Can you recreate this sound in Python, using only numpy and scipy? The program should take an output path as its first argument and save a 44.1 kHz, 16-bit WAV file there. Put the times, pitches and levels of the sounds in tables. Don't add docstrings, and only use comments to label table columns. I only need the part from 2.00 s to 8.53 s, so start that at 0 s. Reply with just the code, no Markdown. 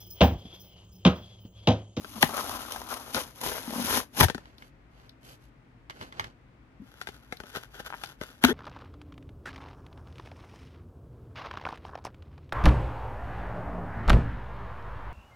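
import sys
import numpy as np
from scipy import signal
from scipy.fft import rfft, irfft, next_fast_len
from scipy.io import wavfile
from scipy.ndimage import uniform_filter1d

SR = 44100
rng = np.random.default_rng(int(sys.argv[2]) if len(sys.argv) > 2 else 0)


def materialize(psi):
    bounded = np.clip(np.atleast_2d(psi).T, -1, 1)
    quanta = np.round(bounded * 32767).astype(np.int16)
    wavfile.write(sys.argv[1], SR, quanta)


N = 287961
T = np.arange(N) / SR
PADDED = next_fast_len(N + 4096, True)
HZ = np.fft.rfftfreq(PADDED, 1 / SR)

# frequency_hz, gain_db
FIBRE_COLOUR = [(1200, -11), (3200, 0.5), (4500, -2.5), (6500, -2), (8000, -8), (9500, -0.5), (12500, -1.5),
                (14500, -10.5), (16000, -26.5)]
# frequency_hz, gain_db
STRAND_COLOUR = [(150, -14), (500, -5), (900, 1.5), (1400, -4.5), (2200, -20), (4000, -24)]
# frequency_hz, gain_db
CREASE_COLOUR = [(200, -0.5), (720, -5), (1050, 2.5), (2100, 4), (2550, -7), (3100, -2.5), (5000, -11),
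                 (16000, -28)]
# frequency_hz, gain_db
SCRAPE_COLOUR = [(200, -21.5), (450, -0.5), (620, -8), (850, -2.5), (1100, -6.5), (1500, 1), (2300, -11),
                 (3200, -4), (4800, -14.5), (6200, -12.5), (9000, -23), (12500, -15), (16000, -44.5)]
# frequency_hz, gain_db
HISS_COLOUR = [(1800, -5.5), (3000, -3), (9000, -12), (12500, -10), (14500, -36)]


def undb(db):
    return 10 ** (np.asarray(db) / 20)


def unit(x):
    return x / np.sqrt(np.mean(x ** 2))


def unit_peak(x, size=176):
    return x / np.sqrt(uniform_filter1d(x ** 2, size, axis=-1).max())


def colour(x, points, size=2048):
    hz, db = np.transpose(points)
    f = np.maximum(np.fft.rfftfreq(size, 1 / SR), 1)
    cepstrum = irfft(np.log(undb(np.interp(np.log(f), np.log(hz), db))))
    cepstrum[1:size // 2] *= 2
    cepstrum[size // 2 + 1:] = 0
    response = irfft(np.exp(rfft(cepstrum)))
    return signal.fftconvolve(x, response[None], axes=-1)[:, :x.shape[1]]


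def fade(t60, length):
    return np.exp(-np.log(1000) * np.arange(int(length * SR)) / SR / t60)


def ring(hz, t60):
    decay = fade(t60, .5)
    return decay * np.sin(2 * np.pi * hz * np.arange(len(decay)) / SR)


def ports(x, left_db, right_early_ms=0):
    reach = np.interp(HZ, [6000, 8000], [1, 0])
    lean = undb(left_db * reach / 2)
    lead = np.exp(2j * np.pi * HZ * reach * right_early_ms / 10 ** 3)
    return irfft(rfft(x, PADDED) * [lean, lead / lean], PADDED)[:, :N]


def noise(count, apart):
    upper_mids = signal.butter(2, [1800, 6000], "band", fs=SR, output="sos")
    own = signal.sosfilt(upper_mids, rng.standard_normal((2, count)))
    shared = rng.standard_normal(count)
    return shared + apart * (2 * own + 0.089 * rng.standard_normal((2, count)))


def add(out, s, x):
    i = max(int(s * SR), 0)
    out[:, i:i + x.shape[1]] += x[:, :max(N - i, 0)]


def grains(rate, spread_db, apart, count=N):
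    size = undb(spread_db * np.minimum(rng.exponential(size=count), 4))
    return noise(count, apart) * size * (rng.random(count) < rate / SR)


def flicker(rate, depth_db):
    knots = rng.standard_normal(int(N / SR * rate) + 2)
    return undb(depth_db * np.interp(T * rate, np.arange(len(knots)), knots))


def effort(s, length, start_db, end_db):
    grip_db_per_s, slack_db_per_s = 471, 417.5
    held = np.interp(T, [s, s + length], [start_db, end_db])
    before, after = np.maximum(s - T, 0), np.maximum(T - s - length, 0)
    return undb(held - grip_db_per_s * before - slack_db_per_s * after)


def crack(points, t60, tail_t60, tail_db):
    rise_s = 0.00088
    burst = noise(int(.1 * SR), 0.54) * (fade(t60, .1) + undb(tail_db) * fade(tail_t60, .1))
    opening = np.minimum(T[:burst.shape[1]] / rise_s, 1)
    return unit_peak(colour(burst * opening, points))


def stroke(length, points):
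    count = int(length * SR)
    slips = unit(colour(grains(rate=4000, spread_db=3, apart=.45, count=count), points))
    return slips * np.sin(np.linspace(0, np.pi, count)) ** 1.5


def drumming(points, bundles):
    snaps = colour(grains(rate=2200, spread_db=2.4, apart=.7) * bundles, points)
    edges = [0, 420, 650, 950, 1300, 1900, SR]
    spectrum = rfft(snaps, PADDED)
    total = 0
    for lo, hi in zip(edges, edges[1:]):
        band = irfft(spectrum * ((HZ >= lo) & (HZ < hi)), PADDED)[:, :N]
        total = total + band * flicker(rate=45, depth_db=2.2)
    return unit(total)


def peel():
    # start_s, length_s, drumming_start_db, drumming_end_db,
    # then fizz_db and flexing_db relative to the drumming (all before the mix gains below)
    pull_moves = [(.015, 0.3, -58, -46.5, 2, 5), (0.241, .33, -39.5, -36.5, -5, -7.5),
                  (0.589, 0.65, -40.5, -48.5, -5, -7), (1.159, 0.2, -30, -66.5, -2, -6.5),
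                  (1.359, 0.057, -52.5, -44.5, -3.5, -25), (1.442, 0.26, -31, -46, -3, -11),
                  (1.707, 0.27, -44, -26, -1.5, -7.5), (2.194, 0.031, -31, -31.5, 0.5, -2)]
    # start_s, length_s, drumming_db, fizz_db
    short_rips = [(0.123, 0.1, -54, -73), (0.206, 0.043, -36, -31), (0.317, 0.075, -42, -88),
                  (0.434, 0.1, -46, -51), (0.874, 0.11, -41.5, -49), (1.163, 0.031, -26, -55),
                  (1.411, 0.01, -40, -36.5), (2.197, 0.019, -16.5, -22), (2.22, 0.034, -18.5, -23.5),
                  (6.456, 0.14, -38.5, -54)]
    # frequency_hz, gain_db
    short_flap = [(200, -19.5), (380, -5), (680, 1), (1340, 2.5), (1680, -7), (4000, -33.5)]
    # frequency_hz, gain_db
    long_flap = [(200, -9), (330, -11.5), (500, 0), (720, -6), (960, -0.5), (1200, -10), (1500, -4),
                 (2000, -11), (4000, -37.5)]
    # frequency_hz, gain_db
    flex_colour = [(40, -18.5), (90, 0.5), (160, -24), (230, 4.5), (330, -5.5), (600, -48)]
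    pulls = np.array([effort(*row[:4]) for row in pull_moves])
    fizz_offset, flex_offset = np.array(pull_moves)[:, 4:].T
    drum, fizz, flex = ((pulls.T * undb(db)).max(axis=1) for db in (0, fizz_offset, flex_offset))
    for s, length, drum_db, fizz_db in short_rips:
        swell = np.interp(T, [s, s + length / 2, s + length], [0, 1, 0])
        drum = drum + swell * undb(drum_db)
        fizz = fizz + swell * undb(fizz_db)
    bundles = flicker(rate=110, depth_db=1.7) * flicker(rate=26, depth_db=1.1)
    freed = np.interp(T, [.9, 1.5], [0, 1])
    short = np.sqrt(1 - freed) * drumming(short_flap, bundles)
    card = short + np.sqrt(freed) * drumming(long_flap, bundles)
    fibres = unit(colour(grains(rate=9000, spread_db=2.7, apart=.55) * bundles, FIBRE_COLOUR))
    bending = unit(colour(grains(rate=900, spread_db=1.5, apart=.2), flex_colour))
    drummed = ports(card * drum, 8) * undb(-2.5)
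    fizzed = ports(fibres * fizz, 7.2) * undb(1.5)
    return drummed + fizzed + ports(bending * flex, 5.3) * undb(-2.5)


def strands():
    # start_s, knock_db, fizz_db
    strand_snaps = [(.292, -31.5, -48), (0.3694, -48, -30), (.378, -28, -51), (.408, -33, -35),
                    (.494, -34, -34), (0.7213, -39.5, -28.5), (.761, -31, -44), (.816, -34.5, -44),
                    (.94, -49, -32), (1.735, -32, -40)]
    knocks, fizzes = np.zeros((2, 2, N))
    for s, knock_db, fizz_db in strand_snaps:
        knock = crack(STRAND_COLOUR, t60=0.011, tail_t60=0.081, tail_db=-14)
        fizz = crack(FIBRE_COLOUR, t60=0.0078, tail_t60=0.049, tail_db=-19)
        add(knocks, s, knock * undb(knock_db))
        add(fizzes, s, fizz * undb(fizz_db))
    return ports(knocks, 4) + ports(fizzes, 2.3)


def bending_wave(travel_s, size=4096):
    # frequency_hz, gain_db
    whip_colour = [(60, -17), (140, -1), (240, 2.5), (520, -10), (880, 5), (1200, -9), (1650, 1),
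                   (3600, -5.5), (5000, -18.5), (16000, -18.5)]
    f = np.fft.rfftfreq(size, 1 / SR)
    lag = 4 * np.pi * travel_s * np.sqrt(10 ** 3 * f)
    return unit_peak(colour(irfft(np.exp(-1j * lag))[None], whip_colour))


def whips(return_db=-12, rough_db=-11):
    # start_s, level_db, travel_s of the 1 kHz bending wave
    sheet_jerks = [(0.2253, -9.5, .005), (2.2026, -14.5, .011), (6.4374, -14, .0036), (6.4455, -26, .004)]
    out = np.zeros((2, N))
    for s, db, travel_s in sheet_jerks:
        add(out, s, bending_wave(travel_s) * undb(db))
        add(out, s, bending_wave(2 * travel_s) * undb(db + return_db))
        crunch = crack(CREASE_COLOUR, t60=0.03, tail_t60=.09, tail_db=-16.5)
        add(out, s + travel_s / 2, crunch * undb(db + rough_db))
    return ports(out, 7.0)


def swing(hz, t60):
    wave = ring(hz, t60)
    return (wave * np.minimum(T[:len(wave)] * hz, 1))[None]


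def bumps():
    # start_s, pitch_hz, t60_s, level_db
    soft_bumps = [(0.229, 193, 0.022, -23), (2.21, 133, 0.022, 2.5), (2.226, 86, 0.12, -10.5),
                  (2.249, 99, 0.046, -5.5), (2.351, 234, 0.051, -24.5), (4.004, 103.2, 0.063, -35),
                  (4.196, 97, 0.14, -38), (4.798, 205.4, .09, -35.5), (4.818, 263, 0.11, -37.5),
                  (6.444, 74.4, .12, -25.5), (6.44, 251, 0.1, -5.5), (6.487, 344, 0.061, -15.5),
                  (6.5, 248, 0.163, -21.5), (6.51, 435, 0.18, -22.5)]
    # start_s, level_db
    judder_slips = [(.158, -30.5), (0.177, -33), (1.677, -24), (1.694, -27.5), (1.726, -24.5), (1.758, -23),
                    (1.78, -22), (1.795, -20.5), (1.816, -24), (1.843, -26)]
    judder_hz, judder_t60_s = 238, .065
    rasp_db = -16
    out = np.zeros((2, N))
    for s, hz, t60, db in soft_bumps:
        add(out, s, swing(hz, t60) * undb(db))
    for s, db in judder_slips:
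        bend = np.exp(.04 * rng.standard_normal())
        rasp = crack(STRAND_COLOUR, t60=.03, tail_t60=.06, tail_db=-18)
        add(out, s, swing(judder_hz * bend, judder_t60_s) * undb(db))
        add(out, s, rasp * undb(db + rasp_db))
    return ports(out, 6.1)


def slides():
    # start_s, length_s, rustle_db, hiss_db
    card_slides = [(2.268, 0.35, -58, -74), (2.549, 0.17, -58.5, -63.5), (2.879, 0.28, -59.5, -72.5),
                   (3.2, 0.19, -55.5, -54.5), (3.371, .14, -72, -68), (3.895, 0.25, -49.5, -63),
                   (3.992, 0.068, -45, -58), (4.086, 0.26, -48, -85)]
    # frequency_hz, gain_db
    rustle_colour = [(100, 12.5), (400, 8.5), (900, 6.5), (4400, -5), (11000, -23.5), (16000, -31.5)]
    out = np.zeros((2, N))
    for s, length, rustle_db, hiss_db in card_slides:
        rustle = stroke(length, rustle_colour) * undb(rustle_db)
        add(out, s, rustle + stroke(length, HISS_COLOUR) * undb(hiss_db))
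    return ports(out, -1.0, right_early_ms=.5)


def ticks():
    # start_s, level_db
    card_ticks = [(1.412, -41), (2.4554, -46.5), (2.6225, -42.5), (3.898, -34), (3.906, -38.5),
                  (4.0113, -38), (4.025, -43), (4.124, -40), (4.1958, -22.5), (4.207, -37), (4.2425, -35.5)]
    out = np.zeros((2, N))
    for s, db in card_ticks:
        add(out, s, crack(CREASE_COLOUR, t60=.014, tail_t60=0.095, tail_db=-15.5) * undb(db))
    return ports(out, -0.86, right_early_ms=0.497)


def rubbing():
    # start_s, length_s, start_level_db, end_level_db
    finger_rubs = [(4.837, 0.327, -69, -59), (5.133, 0.53, -69.5, -61), (5.473, 0.18, -54.5, -56.5),
                   (5.729, 0.38, -62, -53), (6.227, 0.22, -52.5, -69.5)]
    hiss_db = -2
    rub = np.max([effort(*row) for row in finger_rubs], axis=0)
    grip = flicker(rate=60, depth_db=2)
    body = unit(colour(grains(rate=900, spread_db=3.5, apart=.4) * grip, SCRAPE_COLOUR))
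    top = unit(colour(grains(rate=4000, spread_db=3.4, apart=.4) * grip, HISS_COLOUR))
    return ports(body * rub, 4.7) + ports(top * rub, 5.7) * undb(hiss_db)


def scrapes():
    # start_s, length_s, level_db
    shell_scrapes = [(5.53, 0.065, -38.5), (5.722, 0.092, -49), (5.785, 0.036, -45), (5.853, 0.033, -39.5),
                     (6.217, 0.031, -43.5), (6.408, 0.082, -38), (6.443, 0.014, -16), (6.448, 0.081, -32)]
    out = np.zeros((2, N))
    for s, length, db in shell_scrapes:
        add(out, s, stroke(length, SCRAPE_COLOUR) * undb(db))
    return ports(out, 4.6)


def wall_ring():
    # pitch_hz before detuning, level_db
    wall_modes = [(620, -8.5), (850, -5), (1100, -9.5), (1380, 3), (1630, 0.5), (1920, 0), (2400, -6.5),
                  (3250, -1.5), (4200, -8.5)]
    cycles = 32
    delay_s = .0015
    bend = np.exp(.08 * rng.standard_normal(len(wall_modes)))
    shares = 1 + 0.6 * rng.standard_normal((2, len(wall_modes), 1))
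    modes = []
    for (hz, db), b in zip(wall_modes, bend):
        late = int(delay_s * SR * np.sqrt(10 ** 3 / hz))
        mode = np.roll(ring(hz * b, cycles / hz), late)
        modes.append(undb(db) * mode * rng.choice([-1, 1]))
    return unit_peak((shares * np.array(modes)).sum(axis=1))


def buckles(crack_db=-6, wall_db=3, knock_db=0, knock_hz=240, knock_t60=0.013, settle_db=-6):
    # start_s, level_db, hollowness_db (a broad dent knocks more, cracks less)
    shell_buckles = [(0.045, -39.5, -0.5), (1.1454, -30.5, -19), (1.1646, -29, -6), (2.1733, -37, -6),
                     (2.2103, -22.5, -1.5), (2.245, -28, 5), (2.283, -31, -4.5), (2.2984, -28.5, 3),
                     (2.3461, -33.5, 3.5), (2.379, -42, 0.5), (5.013, -35.5, -10), (5.0711, -36.5, -7),
                     (5.087, -39.5, 3), (5.3233, -34, 1.5), (5.401, -40, 2.5), (5.4351, -47.5, 5.5),
                     (5.552, -39.5, 0), (5.5672, -38, 5), (5.799, -40.5, 3), (5.861, -46.5, -10),
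                     (6.0358, -35.5, -38), (6.212, -35.5, 6), (6.427, -48, -10)]
    # start_s, level_db
    plastic_snaps = [(0.2155, -32), (1.1455, -27), (2.582, -48.5), (3.0938, -44), (5.37, -42.5),
                     (6.059, -41), (6.4455, -20.5)]
    # frequency_hz, gain_db
    crack_colour = [(1000, -23), (2400, 3), (4900, 0), (10000, -3.5), (12500, -8), (16000, -17)]
    # frequency_hz, gain_db
    snap_colour = [(1500, -8.5), (4200, 13.5), (5500, 5.5), (7000, -13.5), (12000, -3.5), (16000, -18.5)]
    crack_loss = 0.18
    out = np.zeros((2, N))
    for s, level, hollowness in shell_buckles:
        sharp = level - crack_loss * hollowness
        settle_s = s + rng.uniform(.002, .008)
        for at, db in [(s, 0), (settle_s, settle_db)]:
            burst = crack(crack_colour, t60=0.023, tail_t60=0.15, tail_db=-18.0)
            add(out, at, burst * undb(sharp + crack_db + db))
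        add(out, s, wall_ring() * undb(level + wall_db))
        bend = np.exp(0.085 * rng.standard_normal(2))
        hollow = ring(knock_hz * bend[0], knock_t60) + ring(410 * bend[1], 0.02)
        add(out, s + .003, unit_peak(hollow[None]) * undb(level + hollowness + knock_db))
    for s, db in plastic_snaps:
        add(out, s, crack(snap_colour, t60=0.0062, tail_t60=0.026, tail_db=-10) * undb(db))
    return ports(out, 6.8)


def creaks(cycles=13):
    # start_s, level_db
    toy_slips = [(5.903, -35), (5.9252, -32.5), (5.9346, -34.5), (5.941, -31.5), (5.946, -38)]
    # pitch_hz before detuning, level_db
    pinched_modes = [(870, -2), (1330, 0), (1600, 0.5), (2320, -5), (3100, -9)]
    out = np.zeros((2, N))
    for s, db in toy_slips:
        bend = np.exp(.04 * rng.standard_normal(len(pinched_modes)))
        tock = 0
        for k, (hz, mode_db) in enumerate(pinched_modes):
            tock = tock + (-1) ** k * undb(mode_db) * ring(hz * bend[k], cycles / hz)
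        add(out, s, unit_peak(tock[None]) * undb(db))
    return ports(out, 7.4)


def wavering_note(hz, waver_db):
    phase = 2 * np.pi * np.cumsum(hz * flicker(rate=600, depth_db=waver_db)) / SR
    return np.sin(phase) * flicker(rate=300, depth_db=3)


def squeak(lower_db=4):
    span = [6.467, 6.527]
    hz = np.interp(T, span, [2800, 3520])
    swell = np.sqrt(np.abs(np.sin(np.interp(T, span, [0, np.pi]))))
    both = wavering_note(hz, .15) + wavering_note(.55 * hz, .5) * undb(lower_db)
    return ports(both * swell * undb(-36.5), 4.9)


def resonate(x, modes, direct_db):
    total = undb(direct_db) * x
    for hz, width_hz, db in modes:
        b, a = signal.iirpeak(hz, hz / width_hz, fs=SR)
        total = total + undb(db) * signal.lfilter(b, a, x)
    return total


def scatter(x):
    # frequency_hz, spread_radians
    phase_spread = [(600, 0.12), (1500, 0.59), (5500, 1.0), (7500, 0.062), (12000, 0.2)]
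    place = HZ / 380
    knots = rng.standard_normal((2, int(place[-1]) + 2))
    turn = np.array([np.interp(place, np.arange(len(k)), k) for k in knots])
    turn = turn * np.interp(HZ, *np.transpose(phase_spread))
    return irfft(rfft(x, PADDED) * np.exp(1j * turn), PADDED)[:, :N]


def room(x, t60=0.12, wet_db=-14):
    tail = rng.standard_normal((2, int(.5 * SR))) * fade(t60, .5) * (1 - fade(0.036, .5))
    tail /= np.sqrt(np.sum(tail ** 2, axis=1, keepdims=True))
    return undb(wet_db) * signal.fftconvolve(x, tail, axes=-1)[:, :N]


def background(air_db=-55.5, hum_db=-68):
    # frequency_hz, gain_db
    air_colour = [(25, -17.5), (50, 3), (85, -13), (125, -3.5), (180, -15.5), (260, -9), (400, -20),
                  (900, -23), (2100, -26.5), (3200, -36), (6000, -47), (15000, -59.5)]
    low = signal.butter(2, 450, "low", fs=SR, output="sos")
    high = signal.butter(2, 450, "high", fs=SR, output="sos")
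    shared_bass = signal.sosfilt(low, rng.standard_normal(N))
    own_treble = signal.sosfilt(high, rng.standard_normal((2, N)))
    draught = shared_bass + own_treble + 0.27 * rng.standard_normal((2, N))
    air = unit(colour(draught, air_colour, size=8192)) * undb(air_db)
    hum = unit(np.sin(2 * np.pi * 120 * T) * flicker(rate=9, depth_db=4))
    return ports(air + hum * undb(hum_db), 2.9)


def scene():
    # pitch_hz, width_hz, level_db
    shell_body = [(1425, 150, -1)]
    # pitch_hz, width_hz, level_db
    card_modes = [(865, 51, 12.5), (1117, 74, 4.5), (2110, 200, -8), (2900, 94, -2)]
    shell_sliding = resonate(rubbing() + scrapes(), shell_body, direct_db=1)
    sliding = scatter(peel()) + scatter(slides()) + scatter(shell_sliding)
    card_ticking = resonate(ticks(), card_modes, direct_db=-1.5)
    cracking = strands() + whips() + buckles() + creaks() + card_ticking
    pack = sliding + cracking + bumps() + squeak()
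    return pack + room(pack) + background()


def record(dry):
    # frequency_hz, left_lead_radians
    phase_lead = [(0, 0), (900, .4), (1500, 1.5), (2500, 3.0), (3500, 3.3), (5200, 2.7), (6200, -.7),
                  (8000, -3.1), (8800, -3.2), (10500, -6.2), (12400, -6.3), (14400, -9.4)]
    turn = np.exp(-1j * np.interp(HZ, *np.transpose(phase_lead)))
    right = irfft(rfft(dry[1], PADDED) * turn, PADDED)[:N]
    bass_cut = signal.butter(3, 45, "high", fs=SR, output="sos")
    lean = signal.sosfilt(bass_cut, np.array([dry[0], right]))
    top_cut = signal.ellip(8, .2, 70, 15900, fs=SR, output="sos")
    return signal.sosfilt(top_cut, np.tanh(lean))


dry = scene()
out = record(dry)
materialize(out)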